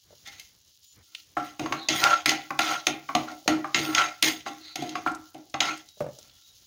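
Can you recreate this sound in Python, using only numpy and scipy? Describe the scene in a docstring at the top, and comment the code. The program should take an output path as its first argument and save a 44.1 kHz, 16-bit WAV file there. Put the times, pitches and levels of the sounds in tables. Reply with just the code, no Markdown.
"""In a tiled kitchen, a steel spoon stirs a deep coated pan on a hob while leaves fizz, spit and whistle in hot oil.
Knocks, and one accent inside a scrape, are a noise crack with damped pan modes; dragging drives the modes with grit.
Dull thumps on the hob are low damped modes with a puff. Fizz, ticks and short pops are noise and clicks in bands,
and whistles are narrow gliding noise. Knocks, thumps and pops draw a decaying answer from the room.
Under all this lie unsteady, fluttering low air noise and a low shaking that follows the push on the pan base."""
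import sys
import numpy as np
from scipy import signal
from scipy.fft import rfft, irfft, next_fast_len
from scipy.io import wavfile
from scipy.ndimage import uniform_filter1d, map_coordinates

SR = 44100
rng = np.random.default_rng(int(sys.argv[2]) if len(sys.argv) > 2 else 0)


def digitize_waveform(pressure):
    """Quantize a signal to 16-bit integers and store it at the path in sys.argv[1].

    Rows of a 2-D input are taken as channels; values are limited to [-1, 1].
    """
    field = np.atleast_2d(pressure).T
    bounded = np.clip(field, -1, 1)
    quanta = np.round(bounded * 32767).astype(np.int16)
    wavfile.write(sys.argv[1], SR, quanta)


N = 293761

# Modes of pan and spoon. Each row: frequency in Hz, relative level in dB, 60 dB decay time in s when struck.
PAN_MODES = [(145, -14, .3), (259, -8, .2), (312, 0, .3), (619, -8, .12), (723, -3, .15), (795, -5, .15),
             (995, -9, .06), (1103, -3, .08), (1170, -6, .07), (1345, -2, .17), (1385, -4, .17),
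             (1935, -4, .1), (2010, -4, .12), (2130, -2, .12), (2430, -6, .08), (2690, -4, .08),
             (3080, -4, .06), (3500, -6, .06), (3900, -6, .08), (4950, -7, .08), (6490, -2, .1),
             (9135, 0, .2), (10500, -7, .14), (12900, -4, .14), (13950, -4, .16)]
# Upper limits of pan base, lower wall, upper wall, and spoon with rim; treble lies above.
BASE_HZ, LOWER_HZ, WALL_HZ, TREBLE_HZ = 450, 900, 1600, 7800


def amp(db):
    """Decibels are twenty times the logarithm of an amplitude ratio."""
    return 10 ** (np.asarray(db) / 20)


def unit(x):
    """Normalisation to unit root-mean-square level."""
    return x / np.sqrt(np.mean(x ** 2) + 1e-20)


def along(points, hz):
    """Interpolation of (Hz, value) points on a logarithmic frequency axis."""
    point_hz, values = np.transpose(points)
    return np.interp(np.log(hz + 1), np.log(point_hz + 1), values)


def wobble(rate):
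    """A smooth random modulation: a spline through normal knots, rate knots a second."""
    knots = rng.standard_normal(int(N * rate / SR) + 4)
    return map_coordinates(knots, [np.arange(N) * rate / SR])


def filtered(x, response):
    """Linear filtering: the spectrum is multiplied by a complex response of frequency."""
    size = next_fast_len(len(x) + SR // 4)
    spectrum = rfft(x, size) * response(np.fft.rfftfreq(size, 1 / SR))
    return irfft(spectrum, size)[:len(x)]


def coloured(x, spectrum):
    """Spectral shaping by (Hz, relative dB) points, then unit level."""
    return unit(filtered(x, lambda hz: amp(along(spectrum, hz))))


def grit(rate, spread_db):
    """Impulsive excitation: random clicks, rate a second, a few of them much larger."""
    chance, sign, size = rng.random((3, N))
    clicks = (chance < rate / SR) * np.sign(sign - .5)
    return unit(clicks * amp(-spread_db * np.log(1 - size)))


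def add(track, s, sound):
    """Superposition of a sound onto a track from time s in seconds."""
    track[round(s * SR):][:len(sound)] += sound


def part(hz):
    """Modes grouped by frequency: 0 base, 1 lower wall, 2 upper wall, 3 spoon and rim, 4 treble."""
    return np.searchsorted([BASE_HZ, LOWER_HZ, WALL_HZ, TREBLE_HZ], hz)


def kitchen(x, delay=0.011):
    """Reverberation: convolution with noise, new for every sound, whose decay time depends on frequency."""
    # Each row: frequency in Hz, 60 dB decay time in s.
    reverb_times = [(150, 0.36), (700, 0.37), (2000, 0.39), (6000, 0.2), (14000, 0.19)]
    hz, t, z = signal.stft(rng.standard_normal(SR // 2), SR, nperseg=256)
    decay = amp(-60 * t / along(reverb_times, hz)[:, None])
    tail = signal.istft(z * decay, SR, nperseg=256)[1]
    # The first walls are some metres away, so the answer builds up over the delay (s).
    tail *= np.clip(np.arange(len(tail)) / SR / delay, 0, 1) ** 2
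    return signal.fftconvolve(x, tail / np.linalg.norm(tail))


def ring(modes, t, scatter_db, rough):
    """Modal ringing, one decaying sine per row; hand, oil and hob damp it unevenly, so its phase wanders."""
    hz, db, t60 = np.transpose(modes)[..., None]
    luck, phase = rng.standard_normal(hz.shape), rng.random(hz.shape)
    wander = rough * np.cumsum(rng.standard_normal((len(hz), len(t))), axis=1)  # in turns
    envelope = amp(db + scatter_db * luck - 60 * t / t60)
    return envelope * np.sin(2 * np.pi * (hz * t + phase + wander))


def strokes():
    """Excitation envelopes: the drive of each part of the pan swells, sags while held, then dies faster."""
    # Strokes of the spoon; the last row is the pan singing faintly under the oil.
    # Each row: time of full drive in s, swell length in s, hold length in s,
    # then drive level in dB, before the mix, for rasp, upper wall, pan base and steel treble.
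    drag_strokes = [(0.26, 0.013, 0.011, -40, -50.5, -78, -53.5), (0.324, .02, 0.011, -49, -51, -83, -59),
                    (0.387, 0.026, 0.0057, -52.5, -65.5, -85, -59.5),
                    (1.14, 0.22, 0.03, -66, -61.5, -64, -58), (1.378, 0.0092, .014, -42.5, -32, -42, -65),
                    (1.453, 0.077, 0.012, -40.5, -65.5, -55.5, -46),
                    (1.617, 0.011, 0.033, -40.5, -51.5, -23, -70),
                    (1.725, 0.033, 0.075, -44.5, -41.5, -31.5, -60),
                    (1.9, 0.017, 0.027, -22, -26.5, -23, -47.5), (1.966, 0.066, .05, -28, -31, -37, -28),
                    (2.041, .04, 0.088, -21.5, -10, -35, -39.5),
                    (2.281, 0.013, 0.018, -21.5, -32, -22.5, -40.5),
                    (2.608, 0.009, 0.071, -25, -25, -35.5, -36.5),
                    (2.706, 0.074, .035, -29, -19, -38, -39.5),
                    (2.873, 0.0042, 0.0078, -45.5, -56.5, -21, -55.5),
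                    (3.153, 0.015, 0.037, -47.5, -47.5, -23.5, -68),
                    (3.279, 0.013, .02, -44.5, -32, -56.5, -59), (3.487, .01, 0.043, -33.5, -26, -19, -54),
                    (3.657, 0.021, 0.019, -49.5, -43, -46, -86),
                    (3.757, 0.017, 0.037, -22.5, -37, -21, -39.5),
                    (3.858, 0.098, .07, -38, -29, -31.5, -31.5),
                    (3.987, 0.093, .04, -21.5, -14, -37.5, -46.5),
                    (4.236, 0.014, 0.05, -18.5, -32, -22.5, -22.5),
                    (4.471, 0.022, 0.007, -35, -51.5, -34, -48),
                    (4.653, 0.091, 0.064, -48, -50.5, -58.5, -60),
                    (4.785, 0.0081, 0.16, -38, -42.5, -29, -56),
                    (4.953, 0.013, 0.031, -44, -67, -38.5, -62),
                    (5.064, 0.012, 0.014, -39, -27, -46.5, -84), (5.35, .01, 0.037, -59.5, -53, -39, -77),
                    (5.615, .01, 0.092, -26.5, -20.5, -31.5, -47),
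                    (6.19, 0.031, 0.5, -60.5, -59.5, -63.5, -66)]
    # Fall in dB per second during the hold: rasp, upper wall, lower wall, base, treble.
    sag = np.array([50, 41, 40.5, 60, 50])[:, None]
    # Fall in dB per second after the hold, as the spoon lifts from a stroke, in the same order.
    lift = np.array([205, 278, 181, 171, 236])[:, None]
    swell_db = 28.5  # how far the drive climbs during the swell
    lower_db = -10.5  # the lower wall's share of what moves upper wall and base
    force = np.zeros((5, N + SR))
    for s, swell, hold, rasp_db, upper_db, base_db, steel_db in drag_strokes:
        t = np.arange(SR) / SR - swell
        shape_db = swell_db * np.minimum(t / swell, 0)
        shape_db = shape_db - sag * np.clip(t, 0, hold) - lift * np.maximum(t - hold, 0)
        rasp, upper, base, steel = amp([rasp_db, upper_db, base_db, steel_db])
        lower = amp(lower_db) * np.hypot(upper, base)
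        full = np.array([rasp, upper, lower, base, steel])[:, None]
        add(force.T, s - swell, (full * amp(shape_db)).T)
    return force[:, :N]


def room_tone():
    """Forced vibration: the hob shakes as the pan base is pushed, over unsteady, fluttering low air noise."""
    # Each row: frequency in Hz, relative level in dB.
    rumble_spectrum = [(30, -43.5), (60, -13), (100, -16.5), (145, -9.5), (200, -9), (260, -47.5)]
    # Kitchen air. Each row: frequency in Hz, relative level in dB.
    air_spectrum = [(20, -3.5), (50, 12), (90, 15), (160, 2.5), (800, -9), (2400, -8.5), (3200, -51)]
    air_db = -66.5
    push = uniform_filter1d(strokes()[3], size=SR // 30) ** 0.96
    shaking = amp(np.clip(5 * wobble(24), -9, 9)) * rng.standard_normal(N)
    shake = amp(-28.5) * push * coloured(shaking, rumble_spectrum)
    air = coloured(amp(5.7 * wobble(16.0)) * rng.standard_normal(N), air_spectrum)
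    return shake + amp(air_db) * air


def oil():
    """Bubble noise: dense tiny bubbles fizz and larger ones tick; short pops are bursts of band noise."""
    # Spectrum of the fizz. Each row: frequency in Hz, relative level in dB.
    fizz_spectrum = [(700, -37.5), (2300, -16), (2900, -0.5), (4000, 2), (6800, 2.5), (7400, -8),
                     (8400, -23.5), (9500, -10.5), (11300, -10), (13500, -14.5), (15600, -0.5),
                     (15850, -6.5), (16100, -57.5)]
    # Fizz over time. Each row: time in s, level in dB before a common gain.
    fizz_levels = [(0, -67), (1.2, -63), (4.6, -61), (6.0, -63), (6.66, -64.5)]
    # Centre frequencies in Hz of the bands where small bubbles tick.
    tick_bands = [3660, 5750, 6600, 9100, 11500, 15000]
    # Short pops: oil spits and a few light taps of the spoon.
    # Each row: start in s, level in dB before a common cut, pitch in Hz.
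    pops = [(0.2974, -45, 2130), (0.679, -46, 5650), (0.8435, -42, 15200), (0.8769, -53, 6960),
            (1.1486, -15.5, 3140), (1.199, -31, 3600), (2.3594, -34, 2240), (5.074, -14, 1930),
            (5.1174, -32, 6250), (5.149, -26, 5800), (5.498, -34, 5750), (5.7756, -29, 6140),
            (5.888, -32.5, 5040), (6.1876, -27.5, 5630), (6.2966, -37, 3790), (6.4213, -41, 3750)]
    top_hz = 15900  # ticks and pops stop here
    surge = amp(2.4 * wobble(0.93) + 2.4 * wobble(25))
    bubbles = rng.standard_normal(N) + 0.96 * grit(1500, spread_db=3.0)
    fizz = unit(surge * coloured(bubbles, fizz_spectrum))
    for tick_hz in tick_bands:
        band = lambda hz: np.exp(-((hz / tick_hz - 1) / 0.36) ** 2) * (hz < top_hz)
        fizz += amp(-19.5) * unit(filtered(grit(21, spread_db=1.0), band))
    out, t = np.zeros(N + SR), np.arange(SR // 40) / SR
    for s, db, pitch_hz in pops:
        detune = lambda hz: (hz / pitch_hz - pitch_hz / (hz + 1)) / .6
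        near = lambda hz: 1 / (1 + detune(hz) ** 2) * (hz < top_hz)
        burst = unit(filtered(rng.standard_normal(len(t)), near))
        pop = amp(db - 13.5 - 60 * t / 0.032) * burst
        add(out, s, pop)
        add(out, s, amp(-15) * kitchen(pop))
    times, levels_db = np.transpose(fizz_levels)
    level = amp(np.interp(np.arange(N) / SR, times, levels_db, -150, -150))
    return amp(4.5) * level * fizz + out[:N]


def thumps():
    """Soft impact of pan or handle on the hob: low, quickly damped modes and a dull puff."""
    # Each row: start in s, level in dB.
    blows = [(0.105, -48), (0.126, -44), (3.458, -38.5), (5.971, -48), (6.004, -16), (6.018, -27),
             (6.042, -29), (6.063, -26.5), (6.086, -32.5), (6.186, -43)]
    # Modes of a blow. Each row: frequency in Hz, relative level in dB, 60 dB decay time in s.
    thump_modes = [(136.7, -17, 0.27), (335, -6, 0.013), (495, -0.5, 0.029), (587.5, -1, 0.064)]
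    out, t = np.zeros(N + SR), np.arange(SR // 4) / SR
    dull = lambda hz: hz / 100 / (1 + (hz / 500) ** 3)
    for s, db in blows:
        puff = unit(filtered(rng.standard_normal(len(t)), dull))
        modes = ring(thump_modes, t, scatter_db=1.0, rough=.008).sum(0)
        dry = modes + amp(-15 - 60 * t / 0.12) * puff
        dry *= amp(db) * np.clip(t / .002, 0, 1) ** 2  # soft onset over 2 ms
        add(out, s, dry)
        add(out, s, amp(-16) * kitchen(dry))
    return out[:N]


def patchy(x, patchy_db):
    """Time-varying colour: gain patches, some 400 Hz by 40 ms, because the contact point moves."""
    z = signal.stft(x, nperseg=512)[2]
    field = uniform_filter1d(rng.standard_normal(z.shape), size=5, axis=0)
    field = uniform_filter1d(field, size=7, axis=1)
    return unit(signal.istft(z * amp(patchy_db * unit(field)), nperseg=512)[1][:N])


def drag():
    """Stick-slip friction: grit feeds the modes of the pan, a broad rasp and, at the end, a faint ring."""
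    # Spectrum of the rasp. Each row: frequency in Hz, relative level in dB.
    rasp_spectrum = [(700, -19.5), (1400, -12), (2100, -3), (3200, 0), (5400, -7), (6500, -5), (7300, -18),
                     (8500, -32.5), (15800, -32), (16100, -93)]
    # Spectrum of the finest grit. Each row: frequency in Hz, relative level in dB.
    sheen_spectrum = [(7000, -43.5), (8500, -25), (13600, -1), (15300, 9.5), (16100, -42)]
    judder = amp(0.693 * wobble(55))  # shared by all slips

    def slip():
        """Stick-slip as judder-modulated random clicks."""
        return unit(judder * amp(1.74 * wobble(140)) * grit(5000, spread_db=2.5))

    def sing(force, parts, damp):
        """Driven resonance: grit scaled by this force builds up long-ringing modes most."""
        modes = [m for m in PAN_MODES if part(m[0]) in parts]

        def body(hz):
            """Sum of second-order resonances."""
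            return sum(amp(db) * t60 * 1j * hz / (mode_hz * mode_hz - hz * hz + 1j * hz * damp / t60)
                       for mode_hz, db, t60 in modes)

        return unit(filtered(force * slip(), body)) * np.sqrt(np.mean(force ** 2))

    rasp, upper, lower, base, steel = strokes()
    scrape = rasp * patchy(coloured(slip(), rasp_spectrum), patchy_db=3.5)
    edge = amp(-5.5) * scrape + amp(-10.5) * sing(rasp, [3], damp=3.1)
    treble = amp(-15.5) * steel * coloured(slip(), sheen_spectrum)
    treble += amp(-15.5) * sing(steel, [4], damp=20)
    pan = sing(upper, [2], damp=3.5) + sing(lower, [1], damp=3.05) + sing(base, [0], damp=3.25)
    # The pan's ringing is kept dull: little sounds above 4 kHz.
    pan = filtered(pan, lambda hz: 1 / (1 + (hz / 4000) ** 2))
    return edge + treble + amp(-7.0) * pan


def knocks():
    """Impact excitation: a short crack, then modes; where the spoon lands sets each part's share."""
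    # Knocks, and one accent inside a scrape (at 3.9816 s).
    # Each row: time in s, level in dB, then settings in dB relative to it, before fixed offsets,
    # for upper wall, bend of the wall, lower wall and treble.
    hits = [(0.2734, -33.5, -31, -30, -12, -14), (0.3281, -42, -14, -18, -48, -13),
            (0.397, -30.5, -52.5, -40, -35, -8.5), (1.369, -25, 12.5, -4, 4.5, -36),
            (1.595, -26, -6.5, -9.5, 7.5, -14), (1.66, -23.5, -8.5, 5, -3, -25.5),
            (1.724, -15, -7, 1, -8.5, -25), (1.8868, -7.5, -34.5, -29, -15, -23.5),
            (2.259, -8.5, -6.5, -20, -15, -12), (2.2928, -8.5, -14, -14, -45, -15.5),
            (2.3163, -16.5, -5.5, -5.5, -5, -21), (2.506, -24.5, -5, 8.5, -0.5, -39.5),
            (2.591, -9, -2.5, -10, -6, -17), (2.8686, -9.5, -11.5, -14.5, -13, -15.5),
            (3.0897, -27, -2.5, 9.5, -1, -41), (3.151, -12.5, -13.5, -4.5, -3.5, -20.5),
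            (3.3151, -38.5, -10, -12.5, 6, -13.5), (3.478, -9.5, -4.5, -10.5, -2.5, -15.5),
            (3.6438, -29.5, -5, 10, 2, -31), (3.7455, -8.5, -5.5, -14, -17, -28),
            (3.949, -11.5, -12, -18, -17, -19.5), (3.9816, -10.5, -3, -16.5, -18.5, -34),
            (4.2257, -6, -15.5, -23, -21, -10.5), (4.4636, -26, -5, 6, -1.5, -34),
            (4.7569, -20, -11.5, -25, -10.5, -13), (4.8226, -29, -41, -34, 6.5, -13),
            (4.8928, -27.5, -53, -36, -20, -16), (4.9548, -22, -8.5, 3, -7, -27),
            (5.0632, -31.5, 18.5, 8, 14.5, -39), (5.3453, -42, -12, -20, 11, -9),
            (5.5416, -19.5, -9, 1, -2.5, -48), (5.605, -8, -13.5, -16.5, -16.5, -24.5)]
    # Spectrum of the crack. Each row: frequency in Hz, relative level in dB.
    crack_spectrum = [(200, -47.5), (600, -7), (1700, -2), (2700, 6), (6000, -0.5), (6550, 5.5),
                      (8000, -20.5), (11000, -25), (15500, -26), (16900, -60.5)]
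    bend_hz = 1250  # the bend's modes lie between LOWER_HZ and this
    out, t = np.zeros(N + SR), np.arange(int(.4 * SR)) / SR
    hz = np.transpose(PAN_MODES)[0]
    in_bend = (hz > LOWER_HZ) & (hz < bend_hz)
    onset = 1 - np.exp(-t / 0.0025)
    crack_shape = np.exp(-(t / 0.0041) ** 2) + 0.17 * amp(-60 * t / 0.1)
    crack_shape *= 1 - np.exp(-t / 0.002)
    for s, db, upper_db, bend_db, lower_db, treble_db in hits:
        wall_db = max(upper_db, bend_db)
        soft = max(wall_db + 7.0, 0)  # a flat landing moves the wall more and the rim less
        share = np.array([lower_db - 10, lower_db - 4.5, upper_db - 9.0, -18 - soft / 2, treble_db - 24])
        share = np.where(in_bend, bend_db - 6, share[part(hz)])
        modes = amp(share) @ ring(PAN_MODES, t, scatter_db=4, rough=0.0066)
        modes *= onset
        crack = coloured(rng.standard_normal(len(t)), crack_spectrum)
        # Flat, soft contacts sound duller.
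        tone = [(700, lower_db + 10.5), (1400, wall_db + 9), (2300, 0.18 * wall_db + 3),
                (3200, -soft / 2), (7200, -soft), (8500, treble_db + 24)]
        crack = filtered(crack, lambda hz: amp(along(tone, hz)))
        dry = amp(db) * (modes + amp(-1.5) * crack * crack_shape)
        add(out, s - .001, dry)
        add(out, s - .001, amp(-9.5) * kitchen(dry))
    return out[:N]


def whistles():
    """Narrow-band noise on a gliding carrier: steam whistling out of a leaf flutters, swells and fades."""
    # Each row: start in s, end in s, first and last pitch in Hz, bandwidth in Hz, level in dB before the fades.
    jets = [(0.844, 0.96, 6940, 7030, 120, -59.5), (1.754, 1.891, 4160, 3770, 800, -42),
            (4.594, 4.78, 4170, 4150, 1100, -47), (5.86, 6.001, 3880, 3880, 120, -60),
            (6.265, 6.426, 3340, 3400, 151.4, -68), (6.401, 6.555, 3820, 3830, 149, -61.5)]
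    out = np.zeros(N + SR)
    for start, end, first_hz, last_hz, width_hz, db in jets:
        n = int((end - start) * SR)
        narrow = lambda hz: np.exp(-(2 * hz / width_hz) ** 2)
        a = filtered(rng.standard_normal(n), narrow)
        b = filtered(rng.standard_normal(n), narrow)
        turn = 2 * np.pi * np.cumsum(np.linspace(first_hz, last_hz, n)) / SR
        tone = unit(a * np.cos(turn) + b * np.sin(turn))
        add(out, start, amp(db) * tone * np.sqrt(np.hanning(n)))
    return out[:N]


def scene():
    """Superposition of all sources in one channel."""
    return (room_tone() + oil() + thumps() + drag() + knocks() + whistles())[None]


def record(dry):
    """Band limiting: the small microphone drops the deepest bass, the recorder all above its limit."""
    bass_hz, top_hz = 45, 16900

    def response(hz):
        """Two first-order high-passes and a sharp upper cutoff."""
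        return (hz < top_hz) * (1j * hz / bass_hz / (1 + 1j * hz / bass_hz)) ** 2

    return filtered(dry[0], response)[None]


dry = scene()
out = record(dry)
digitize_waveform(out)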